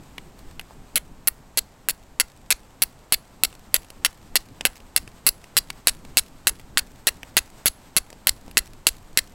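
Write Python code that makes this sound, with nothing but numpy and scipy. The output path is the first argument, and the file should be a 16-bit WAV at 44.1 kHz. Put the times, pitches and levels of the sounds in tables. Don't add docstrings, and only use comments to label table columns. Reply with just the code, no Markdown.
import sys
import numpy as np
from scipy import signal
from scipy.fft import rfft, irfft, next_fast_len
from scipy.io import wavfile

SR = 44100
rng = np.random.default_rng(int(sys.argv[2]) if len(sys.argv) > 2 else 0)


def generate_wav(sig):
    pcm = np.round(np.clip(np.atleast_2d(sig).T, -1, 1) * 32767).astype(np.int16)
    wavfile.write(sys.argv[1], SR, pcm)


N = 411894


def from_db(db):
    return 10 ** (np.asarray(db) / 20)


def rms_one(x):
    return x / np.sqrt(np.mean(x ** 2) + 1e-20)


def seconds(size):
    return np.arange(size) / SR


def add(out, s, sound):
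    at = max(round(s * SR), 0)
    out[at:at + len(sound)] += sound[:max(N - at, 0)]


def bump(t, at_s, width_s):
    return np.exp(-((t - at_s) / width_s) ** 2)


def coloured(x, spectrum):
    hz, db = np.transpose(spectrum)
    size = next_fast_len(len(x))
    bins = np.maximum(np.fft.rfftfreq(size, 1 / SR), 1)
    gain = from_db(np.interp(np.log(bins), np.log(hz), db))
    return rms_one(irfft(rfft(x, size) * gain, size)[:len(x)])


def drift(rate, size):
    knots = rng.standard_normal(int(size / SR * rate) + 2)
    return np.interp(np.arange(size) / SR * rate, np.arange(len(knots)), knots)


def grit(per_s, spread_db, size):
    size_db = spread_db * np.minimum(rng.exponential(1, size), 4)
    fractures = from_db(size_db) * rng.choice([-1, 1], size)
    return rms_one(fractures * (rng.random(size) < per_s / SR))


def resonate(x, hz, width_hz):
    r = np.exp(-np.pi * width_hz / SR)
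    zeros = np.array([1, 0, -1]) * (1 - r * r) / 2
    poles = [1, -2 * r * np.cos(2 * np.pi * hz / SR), r * r]
    return signal.lfilter(zeros, poles, x + 1e-18)


# (time [s], impact thud [dB], impact clack [dB], impact clink [dB], impact zing [dB], scrape length [s],
#  deepest snag after the blow [s], scrape clack [dB], scrape clink [dB], scrape zing [dB])
STROKES = [(0.9576, -38.5, -24, -20, -14, 0.022, 0.0082, -24.5, -25, -21),
           (1.2735, -38, -25, -19.5, -17.5, .013, .004, -24.5, -23.5, -14),
           (1.5736, -35, -25, -22, -16.5, 0.018, 0.0078, -27.5, -20, -21.5),
           (1.8867, -43, -20, -20, -14.5, 0.023, 0.0099, -31.5, -26.5, -25.5),
           (2.1993, -37, -15.5, -13.5, -12.5, 0.017, .007, -23.5, -20, -21),
           (2.5053, -42.5, -18.5, -18.5, -14, 0.022, 0.0066, -20.5, -18, -22.5),
           (2.8201, -32.5, -20.5, -17.5, -12, .018, 0.0045, -24, -19.5, -17),
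           (3.1233, -29.5, -23, -15.5, -9.5, .023, 0.011, -25.5, -21, -21),
           (3.4356, -31.5, -13.5, -9.5, -6.5, 0.017, 0.019, -28, -23.5, -26),
           (3.7425, -30, -14, -9.5, -4, .023, 0.022, -27, -24.5, -26.5),
           (4.0484, -32, -15.5, -14.5, -16, .017, 0.0024, -20.5, -20, -23.5),
           (4.3562, -28.5, -14.5, -14, -9.5, 0.017, 0.0083, -22.5, -17, -24),
           (4.6526, -24, -7, -10.5, -11, 0.02, 0.0089, -26, -24.5, -26),
           (4.963, -48, -15.5, -10.5, -6.5, 0.018, 0.014, -28.5, -24, -29),
           (5.2659, -28, -16, -11, -8.5, .027, 0.0085, -24, -19.5, -16.5),
           (5.568, -33, -15, -13.5, -18, 0.021, .011, -24, -17.5, -17.5),
           (5.8716, -25, -12.5, -8.5, -5.5, 0.025, 0.011, -25, -19.5, -25),
           (6.1711, -32, -13.5, -9.5, -10, .025, 0.0079, -25, -17, -21),
           (6.4709, -31, -12.5, -11, -12.5, .026, 0.0078, -27.5, -22.5, -21),
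           (6.7733, -39, -12, -14, -34, .022, 0.0067, -25.5, -20.5, -23.5),
           (7.07, -26.5, -16, -17, -11, .021, 0.0048, -21, -18.5, -22.5),
           (7.3683, -25, -11.5, -12.5, -10, 0.022, 0.0052, -20, -18, -22.5),
           (7.658, -27.5, -21, -28, -10, 0.027, 0.0095, -24.5, -20, -20),
           (7.9657, -27, -20, -18.5, -11, 0.02, 0.0062, -23.5, -18, -19.5),
           (8.2709, -30.5, -13, -10.5, -5.5, .024, .022, -26.5, -19, -24),
           (8.5713, -33.5, -8.5, -10, -21, .021, 0.007, -24, -18.5, -20),
           (8.8687, -39, -10.5, -6, -8.5, 0.022, 0.0056, -26.5, -21.5, -22.5),
           (9.1738, -31, -12.5, -8.5, -9.5, .020, 0.015, -22, -20.5, -24.5)]
# (time [s], thud [dB], clack [dB], clink [dB], zing [dB])
TICKS = [(0.181, -43, -30, -53, -46), (0.391, -58, -60, -50, -53), (0.5952, -61, -28.5, -50, -40.5),
         (0.612, -64, -43, -45, -49), (0.7084, -44.5, -64, -66, -69), (3.5273, -47, -45, -46.5, -62),
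         (3.5513, -56, -52, -46.5, -54), (3.846, -51, -49, -49, -55), (3.903, -49, -39.5, -39, -45),
         (4.6096, -40, -24, -29, -45), (4.803, -51.5, -47, -51, -61), (5.0766, -47, -38, -42, -53),
         (5.4416, -51, -42, -44.5, -59), (5.7022, -40, -25.5, -26, -38), (6.05, -49, -46, -46, -54),
         (6.5967, -53, -44, -47, -54), (7.2316, -42.5, -31.5, -40, -46.5), (8.1028, -48, -44, -42, -52),
         (8.1286, -43, -46, -44, -56), (8.48, -44.5, -52, -49, -60), (8.512, -61, -45, -45, -47)]
TICK_DAMPING = 2.8


def strikes():
    out = np.zeros(N)
    impact_trim_db, scrape_trim_db = .2, -.2
    for s, thud_db, clack, clink, zing, length, snag_s, *scraping in STROKES:
        impact_db = np.array([clack, clink, zing]) + impact_trim_db
        add(out, s, contact(impact_db, crush_s=0.0011, crush=0.1, damping=1.11))
        add(out, s, from_db(thud_db) * thud(decay_s=0.0016))
        add(out, s, scrape(length, snag_s, np.array(scraping) + scrape_trim_db))
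    for s, thud_db, *levels_db in TICKS:
        add(out, s, contact(levels_db, crush_s=0.0024, crush=0.25, damping=TICK_DAMPING))
        add(out, s, from_db(thud_db) * thud(decay_s=0.0022))
    return out


def contact(levels_db, crush_s, crush, damping):
    t = seconds(size=1200)
    force = crush * grit(per_s=16000, spread_db=1.5, size=len(t)) * np.exp(-t / crush_s)
    force[0] -= 1
    return steel_and_flint(force, levels_db, .0036, damping, chatter_db=0.0, uneven_db=2.7)


BITE_S, SCRAPE_FADE_DB, RELEASE_S = 0.0026, 4.0, 0.0023
LAST_CATCH_DB, CATCH_S = 4, 0.0026
SNAG_DB, SNAG_S = 7, .0018
SLIPS_PER_S, SLIP_DB = 400, 1.0
DRAG_DB = -43.5


def scrape(length, snag_s, levels_db):
    t = seconds(size=2400)
    snag_db = SNAG_DB * bump(t, snag_s, SNAG_S)
    catch_db = LAST_CATCH_DB * bump(t, length - CATCH_S, CATCH_S)
    grip_db = snag_db + catch_db - SCRAPE_FADE_DB * t / length
    release = np.exp(-np.maximum(t - length + .001, 0) / RELEASE_S)
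    touching = np.clip(t / BITE_S, 0, 1) * release
    pressure = touching * from_db(grip_db + SLIP_DB * drift(SLIPS_PER_S, len(t)))
    force = grit(per_s=10000, spread_db=3.5, size=len(t)) * pressure
    drag = from_db(DRAG_DB) * pressure * coloured(rng.standard_normal(len(t)), THUD)
    ringing = steel_and_flint(force, levels_db, length, damping=1.15, chatter_db=2.6, uneven_db=2.0)
    return drag + ringing


# (centre [Hz], width [Hz], level [dB])
CLACK_MODES = [(580, 270, -21.5), (1622, 410, -12.5), (2087, 310, -3), (2657, 180, -1.5), (3165, 970, -6.5)]
CLINK_MODES = [(3670, 770, -17), (4294, 240, 1.5), (4667, 200, 0.5), (5337, 500, -5), (6230, 1000, -12.5),
               (7070, 930, -5.5), (7710, 420, 0.5), (8194, 320, 3.5)]
ZING_MODES = [(10805, 160, 2.5), (11120, 240, -0.5), (12000, 430, -7), (12600, 660, -9.5),
              (14750, 900, -13.5)]
# (low edge [Hz], high edge [Hz])
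REGISTERS = [(200, 4660), (3000, 6770), (10100, 17000)]


def steel_and_flint(force, levels_db, span, damping, chatter_db, uneven_db):
    out = 0
    for modes, edges, level_db in zip((CLACK_MODES, CLINK_MODES, ZING_MODES), REGISTERS, levels_db):
        slips = from_db(chatter_db * drift(532, len(force)))
        band = signal.butter(2, edges, "band", fs=SR)
        drive = signal.lfilter(*band, force * slips)
        register = 0
        for hz, width_hz, db in modes:
            shift, strength = rng.standard_normal(2)
            centre = hz + .25 * width_hz * shift
            mode = resonate(drive, centre, width_hz * damping)
            register = register + from_db(db + uneven_db * strength) * mode
        span_rms = np.sqrt(np.mean(register[:int(span * SR)] ** 2))
        out = out + from_db(level_db) * register / span_rms
    return out


# (frequency [Hz], relative density [dB per Hz])
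THUD = [(30, -6), (120, 2), (300, 1.5), (620, 3), (950, -2), (1500, -10.5), (4000, -30.5)]


def thud(decay_s):
    t = seconds(size=1500)
    force = grit(per_s=12000, spread_db=4.5, size=len(t)) * np.exp(-t / decay_s)
    knock = coloured(np.pad(force, (100, 0)), THUD)[100:]
    return knock / np.sqrt(np.mean(knock[:350] ** 2))


# (frequency [Hz], relative density [dB per Hz])
RING = [(8500, -32), (9700, -13), (10500, -9), (10950, 0), (11250, -3), (11700, -25), (14000, -45)]
# (time [s], level [dB])
LOOSENESS = [(1.0, -64.5), (1.9, -62), (2.8, -53), (5.8, -52.5), (6.8, -59.5), (7.6, -51), (9.2, -56.5)]
RING_DB_PER_S, USUAL_SCRAPE_S, RING_T60_S = 1000, .022, .28


def after_ring():
    out, t = np.zeros(N), seconds(size=12000)
    for s, _, _, _, _, length, *_ in STROKES:
        grip_db = np.interp(s, *np.transpose(LOOSENESS))
        start_db = grip_db + RING_DB_PER_S * (length - USUAL_SCRAPE_S)
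        ring = coloured(rng.standard_normal(len(t)), RING)
        add(out, s + length, from_db(start_db - 60 * t / RING_T60_S) * ring)
    return out


# (frequency [Hz], relative density [dB per Hz])
CRACKLE = [(500, -14), (2000, 0), (5000, -2), (8200, -3), (10000, -8), (13000, -7), (16000, -12)]


def sparks(count, spark_db, uneven_db, pop_s):
    out, t = np.zeros(N), seconds(size=600)
    for s, _, clack_db, *_ in STROKES:
        shower_db = spark_db + .8 * clack_db
        for late, strength in rng.standard_normal((count, 2)):
            flight_s = .1 * np.exp(.35 * late)
            pop = coloured(rng.standard_normal(len(t)), CRACKLE) * np.exp(-t / pop_s)
            add(out, s + flight_s, from_db(shower_db + uneven_db * strength) * pop)
    return out


# (time [s], level [dB])
PUFF = [(1.0, -44.5), (3.0, -41), (9.2, -38.5)]


def air_puffs(delay_s, width_s, puff_hz, crest_db):
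    out, t = np.zeros(N), seconds(size=6000)
    for s, *_ in STROKES:
        late, speed, strength = rng.standard_normal(3)
        u = (t - delay_s - .002 * late) * np.exp(0.18 * speed)
        puff_db = np.interp(s, *np.transpose(PUFF)) + crest_db + 1.5 * strength
        swell = bump(u, 0, width_s) * np.cos(2 * np.pi * puff_hz * u + .7)
        add(out, s, -from_db(puff_db) * swell)
    return out


# (time [s], sleeve rustle [dB], low ruffle [dB])
ARM = [(0.0, -58.5, -48), (0.85, -62.5, -48.5), (2.0, -77, -59), (2.8, -64, -54.5), (3.702, -58.5, -51.5),
       (4.6, -60.5, -49.5), (5.6, -56, -50), (6.75, -61.5, -47), (7.4, -54.5, -52.5), (8.5, -61, -48.5),
       (9.34, -59.5, -51.5)]
# (frequency [Hz], relative density [dB per Hz])
SLEEVE = [(300, 4.5), (800, 10), (2000, 2.5), (4800, -0.5), (6300, -4), (8400, 1), (9600, -10.5),
          (12700, -5.5), (14000, -9.5), (15500, -12.5)]
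RUFFLE = [(25, 12), (60, 2), (150, 0.5), (260, -1), (450, -11.5), (1000, -47)]


def sleeve(rustle_db, ruffle_db, crinkle_db):
    s, *columns = np.transpose(ARM)
    rustle, ruffle = [from_db(np.interp(seconds(N), s, c)) for c in columns]
    hiss = from_db(rustle_db + 2.2 * drift(18, N)) * coloured(rng.standard_normal(N), SLEEVE)
    folds = grit(per_s=900, spread_db=4.5, size=N) * from_db(7 * drift(90, N))
    crinkles = from_db(crinkle_db) * coloured(folds, SLEEVE)
    flaps = from_db(ruffle_db + 3.7 * drift(25, N)) * coloured(rng.standard_normal(N), RUFFLE)
    return rustle * from_db(swing_db()) * (hiss + crinkles) + ruffle * flaps


# (time after the blow [s], level [dB])
SWING = [(0.0, -1), (0.09, -6.5), (0.17, -3.5), (0.22, 1), (0.265, -6), (0.3, 2.5)]


def swing_db():
    t = seconds(N)
    blows = np.array([0] + [row[0] for row in STROKES])
    since = t - blows[np.searchsorted(blows, t, side="right") - 1]
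    return np.interp(since, *np.transpose(SWING)) * (t > blows[1])


# (frequency [Hz], relative level [dB])
FOREST = [(200, 2.5), (1000, 12.5), (2700, -2.5), (5300, 0.5), (8000, 0), (11000, -9.5), (16000, -2)]


def forest(x, t60, early_s, early_db, tail_db):
    out, t = np.zeros(N), seconds(size=14000)
    early = from_db(early_db) * np.exp(-t / early_s)
    tail = from_db(tail_db - 60 * t / t60)
    fading = (early + tail) * (t > .003)
    starts = [0] + [round(row[0] * SR) for row in STROKES]
    for start, stretch in zip(starts, np.split(x, starts[1:])):
        echoes = coloured(grit(per_s=7000, spread_db=4.0, size=len(t)), FOREST) * fading
        add(out, start / SR, signal.fftconvolve(stretch, echoes))
    return out


# (frequency [Hz], relative density [dB per Hz])
AIR = [(12, -31), (20, 2), (59, -3), (260, -10), (363, -13.5), (850, -12.5), (1460, -20), (3370, -27.5),
       (6050, -30), (7990, -27), (9710, -37), (12800, -34.5), (15600, -43)]


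def forest_air(level_db):
    return from_db(level_db) * coloured(rng.standard_normal(N), AIR)


def scene():
    steel = strikes()
    tail = forest(steel, t60=.31, early_s=0.017, early_db=-51.0, tail_db=-64.0)
    crackle = sparks(count=10, spark_db=-39.5, uneven_db=3, pop_s=.0022)
    puffs = air_puffs(delay_s=.041, width_s=0.0078, puff_hz=32.4, crest_db=7.5)
    cloth = sleeve(rustle_db=1.5, ruffle_db=0.0, crinkle_db=-8)
    air = forest_air(level_db=-52)
    return (steel + after_ring() + tail + crackle + puffs + cloth + air)[None]


CUTOFF_HZ = 15950


def record(dry):
    clipped = np.clip(dry, -1, 1)
    low_pass = signal.ellip(10, .1, 70, CUTOFF_HZ, fs=SR, output="sos")
    return signal.sosfilt(low_pass, clipped)


dry = scene()
out = record(dry)
generate_wav(out)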